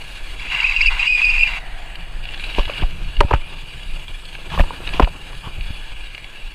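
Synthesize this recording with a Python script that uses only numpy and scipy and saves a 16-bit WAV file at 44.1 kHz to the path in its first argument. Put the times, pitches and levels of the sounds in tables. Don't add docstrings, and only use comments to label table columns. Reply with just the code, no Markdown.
import sys
import numpy as np
from scipy import signal
from scipy.fft import rfft, irfft, next_fast_len
from scipy.io import wavfile
from scipy.ndimage import uniform_filter1d

SR = 44100
rng = np.random.default_rng(int(sys.argv[2]) if len(sys.argv) > 2 else 0)


def ratio(d):
    e = np.asarray(d, float) / 20
    return 10 ** e


def unload_wav(signal):
    wavfile.write(
        sys.argv[1],
        SR,
        np.round(np.clip(np.atleast_2d(signal).T, -1, 1) * 32767).astype(np.int16),
    )


N = 288414

# [t/s, level/dB]
CAR_LEVEL = [
    (.9, -53),
    (1.3, -49.5),
    (1.65, -40),
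    (1.95, -44.5),
    (2.4, -52),
]
# [f/Hz, density/(dB per Hz)]
TYRE_SPECTRUM = [(300, -20.5), (550, -16), (720, -1.5), (1100, -16), (1900, -6), (2400, -12), (4000, -51)]
# [mid t/s, half length/s, level/dB]
GUSTS = [(0.326, 0.09, -25), (0.67, 0.11, -27), (0.88, 0.085, -18), (1.1, 0.15, -27), (1.36, 0.096, -19.5),
         (2.14, 0.29, -27.5), (2.464, 0.027, -24), (2.676, 0.019, -26), (1.717, 0.068, -24),
         (3.067, 0.054, -21), (3.158, .03, -38), (3.926, 0.037, -22.5), (4.554, 0.016, -30),
         (4.95, 0.09, -21), (5.46, 0.15, -38), (5.68, 0.081, -22.5), (5.98, 0.076, -22),
         (6.467, 0.021, -23)]
# [f/Hz, density/(dB per Hz)]
BUFFET_SPECTRUM = [(10, -8.5), (22, 1), (35, -7), (50, -18.5), (70, -35.5), (110, -56.5), (300, -91)]
# [f/Hz, density/(dB per Hz)]
EDGE_SPECTRUM = [(30, -41), (60, 10.5), (90, -6), (130, 0), (180, -2), (300, -36.5), (800, -48)]
# [t/s, level/dB]
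MOUNT_SHUDDER = [(0.0, -47), (0.25, -51), (1.89, -49.5), (2.24, -43.5), (2.5, -53), (2.75, -43),
                 (2.97, -40), (3.31, -54), (3.48, -47), (3.81, -43.5), (4.24, -50), (5.03, -39),
                 (5.52, -49.5), (5.72, -53), (6.05, -53), (6.54, -58)]
# [t/s, peak/dB, first swing f/Hz, direction/+-1, stop hardness/0-1]
JOLTS = [(2.553, -22.5, 29.8, -1, 0), (2.598, -10, 29.3, -1, 0.1), (2.841, -6, 31, 1, 0),
         (3.194, -4, 29, 1, 0.17), (3.2498, -6.5, 56, -1, 0.6), (3.364, -11, 29.7, -1, 0.24),
         (4.607, 1, 31.7, 1, 1), (5.0374, 0, 40, 1, 0.28), (5.474, -18.5, 79, -1, 0.75),
         (5.589, -19, 61, 1, 0.25), (5.616, -17, 31.7, -1, 0), (5.706, -16.5, 50, 1, 1)]
# [t/s, peak/dB, half length/s, direction/+-1]
THUMPS = [(2.582, -22, .002, -1), (2.671, -19, 0.0028, -1), (2.9, -22, 0.0052, 1), (2.9, -19, 0.0035, -1),
          (2.815, -18, 0.004, 1), (2.829, -9, 0.0023, -1), (2.832, -25, 0.0016, 1), (3.324, -11, 0.0037, 1),
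          (3.339, -6, 0.0024, -1), (3.344, -5, 0.0031, 1), (3.354, -14, 0.0023, -1),
          (3.205, -9.5, 0.0037, 1), (2.6, -11, 0.0055, 1), (4.627, -13, .006, 1), (3.358, -21, 0.0023, -1),
          (4.606, -18, 0.0015, -1), (4.1, -27, 0.0024, 1)]
# [t/s, peak/dB, f/Hz, length/cycles]
SNAPS = [(3.2059, -2, 2650, 1.3), (3.2076, -14, 4180, 1.5), (3.2078, -8, 1400, 1.5),
         (3.2343, -24, 2400, 1.4), (3.3088, -19, 1100, .9), (3.3092, -25, 3200, 2.),
         (3.3213, -16, 1000, 1.1), (3.331, -15, 2630, 2.4), (3.3315, -19, 1600, 1.5),
         (3.3352, -14.5, 2020, 1.4), (3.339, -22, 2800, 2.2), (3.3428, -22, 2600, 2.1),
         (3.346, -23, 2700, 2.4), (3.35, -25, 1500, 1.2), (3.3612, -24, 2600, 2.), (3.3615, -26, 1400, 1.3),
         (2.6968, -22, 1150, 1.3), (2.681, -27, 900, 1.4), (2.737, -19, 3000, 2.3), (2.799, -28, 1610, 4.),
         (2.8286, -18.5, 2400, 1.7), (2.827, -22, 1000, 1.6), (2.833, -23, 2800, 2.2),
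         (2.4392, -18, 2700, 2.2), (2.5285, -24, 2890, 2.4), (3.479, -32, 3300, 2.2),
         (3.588, -30, 2600, 1.8), (3.695, -35, 4600, 2.4), (3.796, -32, 2300, 1.8), (4.083, -23, 3240, 2.4),
         (4.255, -29, 4300, 2.6), (4.384, -31, 2600, 1.8), (4.611, -19, 2600, 4.), (4.854, -27, 2724, 4.),
         (2.596, -16, 1000, 1.9), (4.876, -17, 2750, 3.9), (4.8915, -15, 2500, 2.8),
         (4.9983, -17, 2500, 3.), (5.047, -18.5, 2840, 3.), (5.0755, -25, 815, 1.6)]
# [t/s, peak/dB, ring f/Hz, crack re knock/dB]
KNOCKS = [(2.5838, -10, 960, -20), (2.585, -9, 398, -20), (2.592, -14, 570, -23), (2.343, -31, 4050, -20),
          (2.677, -28, 754, -6), (2.697, -16.5, 563, -16), (2.822, -20.5, 310, 14), (2.834, -14.5, 756, 0),
          (3.2075, -4.5, 400, -6), (3.2089, 4, 938, -14), (3.2145, -11, 570, -26), (3.2335, -16, 836, -3),
          (3.283, -28, 864, -20), (3.302, -28, 1000, -10), (3.3109, -4.5, 963, -10), (3.3126, -9, 433, -20),
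          (3.321, -16, 830, -4), (3.336, -2, 900, -14), (3.347, -20, 301, 7), (4.388, -31, 625, 5),
          (4.538, -20, 910, -15), (4.548, -18, 930, -10), (4.577, -10.5, 1100, -20), (4.588, -15, 800, 11),
          (4.5953, -12, 1770, -5), (4.596, -6, 552, -14), (4.603, -12.5, 945, 0), (4.605, -8, 594, 7.5),
          (4.609, -15, 960, 14), (4.638, -18.5, 915, -28), (4.707, -16.5, 950, -33), (4.803, -27, 346, -15),
          (4.875, -19.5, 3760, -20), (4.944, -19, 306, -8), (5.003, -8.5, 286, -20), (4.9975, 2, 1022, -14),
          (5.0012, -2.5, 760, -13), (5.0067, -16, 605, 0), (5.012, -11.5, 490, 2), (5.02, -11.5, 616, 8),
          (5.0243, -10.5, 936, 6), (5.029, -16, 1010, 13.5), (5.0724, -19, 1000, -8),
          (5.076, -19.5, 686, -12), (5.331, -28.5, 1070, 15), (5.477, -28, 1057, -14), (5.584, -35, 625, 1),
          (5.706, -31, 303, -19)]
# [t/s, length/s, hollow level/dB, hollow f/Hz, grind level/dB]
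SCRAPES = [
    (2.545, 0.088, -38, 685, -32.5),
    (3.277, 0.051, -37, 885, -40),
    (3.333, 0.021, -27, 1340, -34),
    (4.502, 0.08, -33, 870, -32.5),
    (4.587, 0.021, -32, 1490, -28.5),
    (4.848, 0.04, -77, 1510, -35),
    (4.913, 0.088, -36.5, 840, -33),
    (5.013, 0.034, -38, 1650, -33),
    (5.425, 0.077, -38.5, 980, -46),
]
# [t/s, length/s, level/dB, from f/Hz, to f/Hz]
SLIDES = [
    (.641, .016, -9, 2480, 2560),
    (.876, .02, -8, 2440, 2540),
    (1.303, .024, -10, 2805, 2635),
    (1.342, 0.079, -22, 2590, 2756),
    (1.424, .022, -11, 2758, 2613),
    (1.456, 0.027, -21, 2420, 2310),
]
# [t/s, pressure/dB]
BRAKE_PRESSURE = [(.36, -64), (.4, -37.5), (.495, -37.5), (.52, -24.5), (.8, -29.5), (.93, -23),
                  (1.05, -27), (1.44, -24), (1.592, -30.5)]
# [t/s, length/s, squeal level/dB, scrub hush/dB]
LOCKS = [(0.639, 0.058, -25, -2.5), (0.743, 0.061, -26, -5), (0.816, 0.022, -19, -3),
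         (0.855, 0.043, -18.5, -11), (0.984, 0.035, -19, -1.5), (1.071, 0.097, -14.5, -18.5),
         (1.178, 0.025, -16, -4), (1.226, 0.076, -16, -11.5), (1.303, 0.075, -20.5, -7.5),
         (1.388, 0.042, -17, -17.5), (1.432, 0.041, -24.5, -11)]
# [t/s, length/s, gain/dB]
SKIPS = [
    (0.787, 0.007, -4),
    (0.891, 0.098, -8),
    (1.019, 0.062, 3.5),
    (1.208, 0.0089, -10),
    (1.374, 0.0091, -16),
    (1.48, .12, -3),
]
# [t/s, peak/dB, f/Hz, octave re grab/dB]
GRABS = [(0.398, -15, 2280, -16), (0.457, -18, 2480, -35), (0.5425, -12, 2780, -34),
         (0.481, -16, 2630, -28), (.503, -12, 2770, -30), (.519, -13, 2060, -17), (0.555, -12, 2610, -15),
         (.62, -11, 2720, -25), (.667, -6, 2300, -21), (.673, -11, 2740, -18), (.684, -18, 2530, -25),
         (0.712, -6, 2520, -25), (0.723, -7, 2260, -19.5), (.746, -11, 2560, -25), (.773, -7, 2660, -24),
         (.79, -15, 2590, -18), (0.833, -3.5, 2770, -31), (1.125, -4, 2524, -26), (0.6035, -2, 2740, -21),
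         (0.63, -5.5, 2300, -14.5), (0.6544, -7, 2740, -27), (0.6962, -4, 2675, -19),
         (0.765, -0.5, 2740, -20), (0.809, 0, 2490, -14), (0.8135, 1, 2250, -15.5),
         (0.861, -0.5, 2680, -10), (0.869, -7, 2330, -15), (0.995, -9, 2680, -11), (1.2188, 0.5, 2640, -36),
         (1.2442, -1, 2520, -16), (1.295, -8.5, 2400, -8), (1.382, -2.5, 2590, -35), (1.061, -7, 2720, -13),
         (1.313, -5, 2667, -29), (1.411, -3, 2710, -29), (1.434, 0, 2650, -26), (1.466, -17, 2360, -5)]
# [t/s, f/Hz]
SQUEAL_PITCH = [(.5, 2620), (.642, 2450), (.66, 2740), (.69, 2480), (.795, 2510), (.815, 2421),
                (.824, 2700), (.862, 2680), (.895, 2440), (.98, 2470), (1.01, 2510), (1.068, 2520),
                (1.085, 2460), (1.12, 2510), (1.145, 2455), (1.2, 2450), (1.235, 2490), (1.262, 2445),
                (1.28, 2515), (1.305, 2420), (1.33, 2490), (1.36, 2460), (1.385, 2480), (1.4, 2418),
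                (1.45, 2415)]
# [f/Hz, width/Hz, level/dB]
FENDER_MODES = [(3916, 160, -12.5), (4560, 43, -19.5), (4770, 80, -19), (5600, 63, -26), (6540, 200, -24),
                (7320, 1100, -20.5)]
# [f/Hz, density/(dB per Hz)]
SCRUB_SPECTRUM = [(290, -53), (500, -45), (592, -22), (708, -12), (1000, -0.5), (1280, -7.5), (1570, -2.5),
                  (1860, -10.5), (2100, 5.5), (2730, -59), (4620, -120)]
# [t/s, deck shake/dB]
PAVING_SHAKE = [(0, -44), (.45, -46), (.6, -52.5), (1.6, -48.5), (2.24, -49), (2.45, -41), (2.72, -41),
                (2.8, -38.5), (2.88, -47.5), (3.6, -46.5), (4.25, -48), (4.45, -45), (4.9, -44.5),
                (5.15, -49), (5.44, -46.5), (6.0, -47.5), (6.54, -49)]
# [t/s, hum change/dB]
ROAD_RIPPLE = [(0, -2), (.45, -1.5), (1.0, -4.5), (1.6, -2), (2.3, -0.5), (2.9, 2), (3.5, 0), (4.3, -2.5),
               (4.9, 6), (5.4, 0.5), (5.8, -1.5), (6.54, -3)]
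# [t/s, hiss change/dB]
BEARING_LOAD = [(0, 1), (1.6, -1.5), (2.3, -0.5), (3.3, -2), (4.0, 1.5), (5.4, 1.5), (6.54, -2)]
# [t/s, rasp change/dB]
LOOSE_SAND = [(0, 8), (2.2, 0.5), (2.26, -9), (2.5, 2), (2.85, 2), (3.0, 6), (3.6, -11), (4.5, -4.5),
              (4.9, 2), (5.3, -5), (6.54, 4)]
# [t/s, peak/dB]
STONES = [(1.955, -21), (2.007, -26.5), (2.239, -24.5), (2.2537, -23.5), (2.272, -31), (2.289, -29),
          (2.309, -32), (2.397, -22.5), (2.53, -37), (2.594, -16.5), (2.631, -23), (2.699, -24),
          (2.78, -25), (2.908, -26.5), (3.363, -36), (4.502, -24), (4.612, -23), (5.026, -22.5),
          (2.3372, -26), (2.3435, -20.5), (2.376, -23.5), (2.441, -20), (2.4994, -25), (2.549, -17.5),
          (2.5862, -17), (2.654, -19), (2.7356, -26), (2.814, -26), (3.1676, -25), (3.2058, -17),
          (3.329, -32), (4.0813, -26), (4.329, -27), (4.3516, -23), (4.873, -25), (4.8904, -21),
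          (4.937, -19.5), (4.9982, -26), (5.02, -32), (5.045, -18), (5.351, -27.5), (5.609, -25),
          (6.1475, -24), (6.179, -24.5), (6.244, -26), (6.476, -29)]
# [f/Hz, density/(dB per Hz)]
HUM_SPECTRUM = [(59, -7.5), (100, -4), (145, -8), (182, -19), (329, -11), (408, -15), (1370, -17),
                (1500, -17.5), (1950, -26), (3300, -120)]
# [f/Hz, width/Hz, level/dB]
DECK_MODES = [(1560, 73, -61.5), (2390, 82, 3), (2953, 436, -0.5), (3367, 91, 2.5), (3813, 81, -3.5),
              (4620, 71, -9.5)]
# [f/Hz, density/(dB per Hz)]
DECK_BED = [(530, -10.5), (900, -1.5), (1370, -10.5), (1680, 5), (1880, -5.5), (2870, 10), (3150, -14),
            (3360, -3.5), (4620, -5.5), (6000, -29.5), (7800, -62), (13200, -120)]
# [f/Hz, width/Hz, level/dB]
BEARING_MODES = [(6430, 110, -2), (7050, 58, 0.5), (7700, 80, -1), (7920, 90, -1.5), (8390, 420, -2),
                 (8900, 110, -12), (9370, 150, -3.5), (10060, 61, -4), (11540, 220, -10.5),
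                 (12700, 90, -13), (13450, 380, -12.5), (14100, 58, -18)]
# [f/Hz, density/(dB per Hz)]
BEARING_BED = [(2940, -22.5), (5000, 5.5), (5930, -4), (6430, 1.5), (9000, -2), (9760, 5.5), (12200, -11.5),
               (13900, -5.5), (15500, -10.5)]

SCRUB_DB = -6


def evened(x):
    return x / np.sqrt(np.mean(x ** 2) + 1e-20)


def read(points, f_hz):
    f, value = np.transpose(points)
    return np.interp(np.log(f_hz + 1), np.log(f + 1), value)


def curve(points):
    t_s, value = np.transpose(points)
    return np.interp(np.arange(N) / SR, t_s, value)


def add(mix, t_s, sound):
    part = mix[round(t_s * SR):][:len(sound)]
    part += sound[:len(part)]


def filtered_noise(gain_at):
    size = next_fast_len(N)
    z = rfft(rng.standard_normal(size)) * gain_at(np.fft.rfftfreq(size, 1 / SR))
    return evened(irfft(z, size)[:N])


def coloured(points):
    return filtered_noise(lambda f_hz: ratio(read(points, f_hz)))


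def wander(rate_hz):
    return filtered_noise(lambda f_hz: 1 / (1 + (f_hz / rate_hz) ** 4))


def resonate(x, f_hz, width_hz):
    turn = np.exp(2j * np.pi * np.cumsum(f_hz * np.ones(len(x))) / SR)
    r = np.exp(-np.pi * width_hz / SR)
    return 2 * (turn * signal.lfilter([1 - r], [1, -r], x / turn)).real


def band(x, f_hz, width_hz):
    return evened(resonate(resonate(x, f_hz, width_hz), f_hz, 1.53 * width_hz))


def metal_response(modes, bed, bed_db):
    hz = abs(np.fft.fftfreq(8192, 1 / SR))
    power = ratio(read(bed, hz) + bed_db) ** 2
    for f_hz, width_hz, db in modes:
        power = power + ratio(db) ** 2 / (1 + (2 * (hz - f_hz) / width_hz) ** 2) ** 1.444
    log_gain = np.log(np.maximum(power, 1e-10)) / 2
    ring = np.fft.ifft(np.exp(np.conj(signal.hilbert(log_gain)))).real[:4096]
    return ring / np.linalg.norm(ring)


def shimmer(x, patchy_db):
    z = signal.stft(x, nperseg=512)[2]
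    patches = uniform_filter1d(rng.standard_normal(z.shape), size=4, axis=0)
    patches = uniform_filter1d(patches, size=16, axis=1)
    return signal.istft(z * ratio(patchy_db * evened(patches)), nperseg=512)[1][:N]


def car():
    t_s, db = np.transpose(CAR_LEVEL)
    level_db = np.interp(np.arange(N) / SR, t_s, db, left=-90, right=-90)
    return ratio(level_db) * coloured(TYRE_SPECTRUM)


def wind():
    calm_db, edge_db, edge_share = -33, 0.5, 0.19
    shake_db, shake_before_s, shake_after_s = -22, 0.036, 0.013
    t = np.arange(N) / SR
    power = ratio(calm_db) ** 2
    for t_s, half_s, db in GUSTS:
        power = power + ratio(db) ** 2 * np.exp(-((t - t_s) / half_s) ** 2)
    edge = ratio(edge_db + curve(MOUNT_SHUDDER)) * (np.sqrt(power) / ratio(calm_db)) ** edge_share
    for t_s, db, _, _, hard in JOLTS:
        fade_s = np.where(t < t_s, shake_before_s, shake_after_s)
        edge = edge + (0.19 + hard) * ratio(db + shake_db) * np.exp(-abs(t - t_s) / fade_s)
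    puffs_db = 2.5 * wander(rate_hz=12)
    return np.sqrt(power) * coloured(BUFFET_SPECTRUM) + edge * ratio(puffs_db) * coloured(EDGE_SPECTRUM)


def jolts():
    t60_at_33hz_s, t60_slope = 0.22, 3
    out, t = np.zeros(N), np.arange(-1400, 8000) / SR
    for t_s, db, f_hz, direction, hard in JOLTS:
        t60_s = t60_at_33hz_s * (33 / f_hz) ** t60_slope
        turns = f_hz * 0.0385 * np.sign(t) * np.log1p(abs(t) / 0.033)
        fall = np.where(t < 0, np.exp(-(t * f_hz / 0.5) ** 2), ratio(-60 * t / t60_s))
        stop = hard * np.exp(-(t * f_hz / 0.058) ** 2)
        swing = (fall * np.cos(2 * np.pi * turns) + stop) / (1 + hard)
        add(out, t_s + t[0], -np.sign(direction) * ratio(db) * swing)
    return out


def thumps():
    out, t = np.zeros(N), np.arange(-700, 700) / SR
    for t_s, db, half_s, direction in THUMPS:
        add(out, t_s + t[0], np.sign(direction) * ratio(db) * np.exp(-(t / half_s) ** 2))
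    return out


def snaps():
    out, t = np.zeros(N), np.arange(-300, 300) / SR
    for t_s, db, f_hz, cycles in SNAPS:
        swell = np.exp(-(t * f_hz / cycles) ** 2)
        add(out, t_s + t[0], -ratio(db) * swell * np.cos(2 * np.pi * f_hz * t))
    return out


def knocks():
    length_s, pitch_slope, level_slope = 0.0047, 0.031, 0.023
    housing_hz, housing_db, housing_s = 569.7, -20, 0.016
    out, t = np.zeros(N), np.arange(2600) / SR
    blows = rng.standard_normal((len(KNOCKS), len(t)))
    for (t_s, db, f_hz, crack_db), blow in zip(KNOCKS, blows):
        u = t / (length_s * (700 / f_hz) ** pitch_slope * ratio(level_slope * db))
        push = (1 - np.exp(-(u / 0.36) ** 2)) * (np.exp(-u ** 2) + 0.072 * np.exp(-t / 0.019))
        tail = ratio(housing_db) * np.minimum(u, 1) * np.exp(-t / housing_s)
        tail = tail * np.sin(2 * np.pi * housing_hz * t)
        ring = np.sin(2 * np.pi * f_hz * t)
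        ring = ring + 0.33 * band(blow, 1.1 * f_hz, 500) + 0.33 * band(blow, 0.48 * f_hz, 320)
        crack = evened(band(band(blow[::-1], 2520, 1300), 2000, 2700)) * np.exp(-u)
        add(out, t_s - .0015, ratio(db - 1.5) * (push * (ring + ratio(crack_db - 12.5) * crack) + tail))
    return out


def scrapes():
    out = np.zeros(N)
    noise = rng.standard_normal((len(SCRAPES), 3, 4400))
    for (t_s, length_s, hollow_db, hollow_hz, grind_db), z in zip(SCRAPES, noise):
        drag = ratio(hollow_db) * band(z[0], hollow_hz, 560) + ratio(grind_db) * band(z[1], 2740, 950)
        lumps = ratio(0.61 * evened(uniform_filter1d(uniform_filter1d(z[2], 90), 90)))
        size = min(round(length_s * SR), len(drag))
        add(out, t_s, (drag * lumps)[:size] * signal.windows.tukey(size, .6))
    return out


def slides():
    out = np.zeros(N)
    for t_s, length_s, db, from_hz, to_hz in SLIDES:
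        f_hz = np.linspace(from_hz, to_hz, round(length_s * SR))
        whistle = np.sin(2 * np.pi * np.cumsum(f_hz) / SR)
        add(out, t_s, ratio(db) * whistle * np.hanning(len(f_hz)) ** .5)
    return out


def foot():
    lock_edge_s, release_s = .013, .006
    start_s, end_s = BRAKE_PRESSURE[0][0], BRAKE_PRESSURE[-1][0]
    t = np.arange(round(end_s * SR)) / SR

    def held(t_s, length_s):
        return np.clip(np.minimum(t - t_s, t_s + length_s - t) / lock_edge_s + .5, 0, 1)

    pressure = ratio(curve(BRAKE_PRESSURE)[:len(t)])
    pressure = pressure * (t > start_s) * np.clip((end_s - t) / release_s, 0, 1)
    locked = sum(ratio(db) * held(t_s, length_s) for t_s, length_s, db, _ in LOCKS)
    hush_db = sum(db * held(t_s, length_s) for t_s, length_s, _, db in LOCKS)
    skip_db = sum(db * held(t_s, length_s) for t_s, length_s, db in SKIPS)
    return pressure, locked, ratio(hush_db), ratio(skip_db)


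def brake():
    free_db, upper_db, lower_db = -8.5, 1.3, -2.5
    pressure, lock, hush, skip = foot()
    size = len(lock)
    main_hz = curve(SQUEAL_PITCH)[:size]
    rub = rng.standard_normal((4, size))
    pitch, grip, slips, flutter, rough = (wander(hz)[:size] for hz in (44.5, 85, 7.9, 125, 18))

    locked = np.sqrt(2) * np.cos(2 * np.pi * np.cumsum(main_hz + 22 * pitch) / SR)
    main = evened(locked * ratio(2.2 * grip) + .62 * hush ** .5 * band(rub[0], main_hz, 210))
    upper = evened(band(rub[1], 2735 + 45 * slips, 123) * ratio(3.0 * flutter))
    lower = evened(band(rub[2], 2270 + 60 * pitch, 410) * ratio(-3.0 * flutter))
    squeal = (ratio(free_db) * pressure + lock) * main
    squeal += pressure * ratio(upper_db) * hush ** 0.089 * upper
    squeal += pressure * ratio(lower_db) * hush ** 0.37 * lower
    squeal = squeal * skip

    rattle, u = np.zeros(size), np.arange(1300) / SR
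    for t_s, db, f_hz, octave_db in GRABS:
        burst = ratio(db) * (1 - np.exp(-u / 0.0029)) * np.exp(-(u / 0.0048) ** 2)
        add(squeal, t_s - .002, burst * np.sin(2 * np.pi * f_hz * u))
        add(rattle, t_s - .002, ratio(db + octave_db + 7.0) * np.sin(np.pi * np.minimum(u / 0.016, 1)))
    clang = resonate(resonate(rattle * rub[0], 4710, 210), 4900, 460)

    swing = signal.hilbert(squeal, next_fast_len(size))[:size]
    octave = resonate((swing ** 2).real / (abs(swing) + 0.1), 3900, 320)
    force = uniform_filter1d(abs(swing), 700) ** 0.57
    high = sum(ratio(db - 19.5) * band(rub[3], f_hz, width_hz) for f_hz, width_hz, db in FENDER_MODES)
    scrub = pressure * hush * ratio(SCRUB_DB + 1.6 * rough) * coloured(SCRUB_SPECTRUM)[:size]
    overtone = ratio(-23) * band(rub[1], 4840, 230) + ratio(-34) * band(rub[2], 7670, 500)
    sound = squeal + force * hush ** 0.59 * high + clang + scrub + lock * skip * overtone
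    sound += ratio(-18) * octave
    return np.pad(sound, (0, N - size))


def rolling():
    hum_level_db, hum_share = -46, 0.48
    hiss_level_db, hiss_share = -56.5, 0.61
    rasp_level_db, rasp_share, rasp_hz = -52.5, 0.63, 3530
    brake_deck_db, brake_hiss_db = -2, -32.5
    shake_db = curve(PAVING_SHAKE)
    rough_db = shake_db + 48
    pressure, _, hush, _ = (np.pad(gain, (0, N - len(gain))) for gain in foot())

    hits = (rng.random(N) < 1500 / SR) * rng.choice([-1, 1], N)
    grit = ratio(2.4 * np.minimum(rng.exponential(1, N), 5)) * hits
    patches_db = wander(rate_hz=39.4)
    grain = rng.standard_normal(N) * ratio(1.45 * patches_db)
    contact = evened(evened(grain) + 0.13 * evened(grit))
    drive = (ratio(shake_db + 7.5) + ratio(SCRUB_DB + brake_deck_db) * pressure * hush) * contact
    t = np.arange(800) / SR
    for (t_s, db), crunch in zip(STONES, rng.standard_normal((len(STONES), len(t)))):
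        swell = (1 - np.exp(-(t / 0.001) ** 2)) * np.exp(-t / 0.0028)
        add(drive, t_s - .001, ratio(db + 2.5) * crunch * swell)
    deck = signal.oaconvolve(drive, metal_response(DECK_MODES, DECK_BED, bed_db=-6.0))[:N]

    hiss_db = hiss_level_db + curve(BEARING_LOAD) + hiss_share * rough_db
    shake = ratio(hiss_db) + ratio(brake_hiss_db) * pressure * hush ** 0.4
    shake = shake * ratio(0.88 * patches_db) * rng.standard_normal(N)
    shake += ratio(-33) * drive
    hiss = signal.oaconvolve(shake, metal_response(BEARING_MODES, BEARING_BED, bed_db=-11))[:N]

    hum_db = hum_level_db + curve(ROAD_RIPPLE) + hum_share * rough_db
    hum = ratio(hum_db + 2.3 * wander(rate_hz=25)) * coloured(HUM_SPECTRUM)
    rasp_db = rasp_level_db + curve(LOOSE_SAND) + rasp_share * rough_db
    rasp = ratio(rasp_db) * band(drive / ratio(shake_db), rasp_hz, 1700)
    return shimmer(deck + hiss + rasp * (pressure == 0), patchy_db=2.0) + hum


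def scene():
    surroundings = car() + wind()
    camera = jolts() + thumps()
    impacts = snaps() + knocks() + scrapes()
    return (surroundings + camera + impacts + slides() + brake() + rolling())[None]


def roll_off(x):
    return signal.sosfilt(signal.butter(12, 15680, fs=SR, output="sos"), x)


def record(dry):
    limited = dry / (1 + abs(dry / .97) ** 30) ** (1 / 30)
    lowpass = signal.firwin(511, 15270, window=("kaiser", 9), fs=SR)
    mix = signal.oaconvolve(limited, lowpass[None], "same")
    return roll_off(mix)


dry = scene()
out = record(dry)
unload_wav(out)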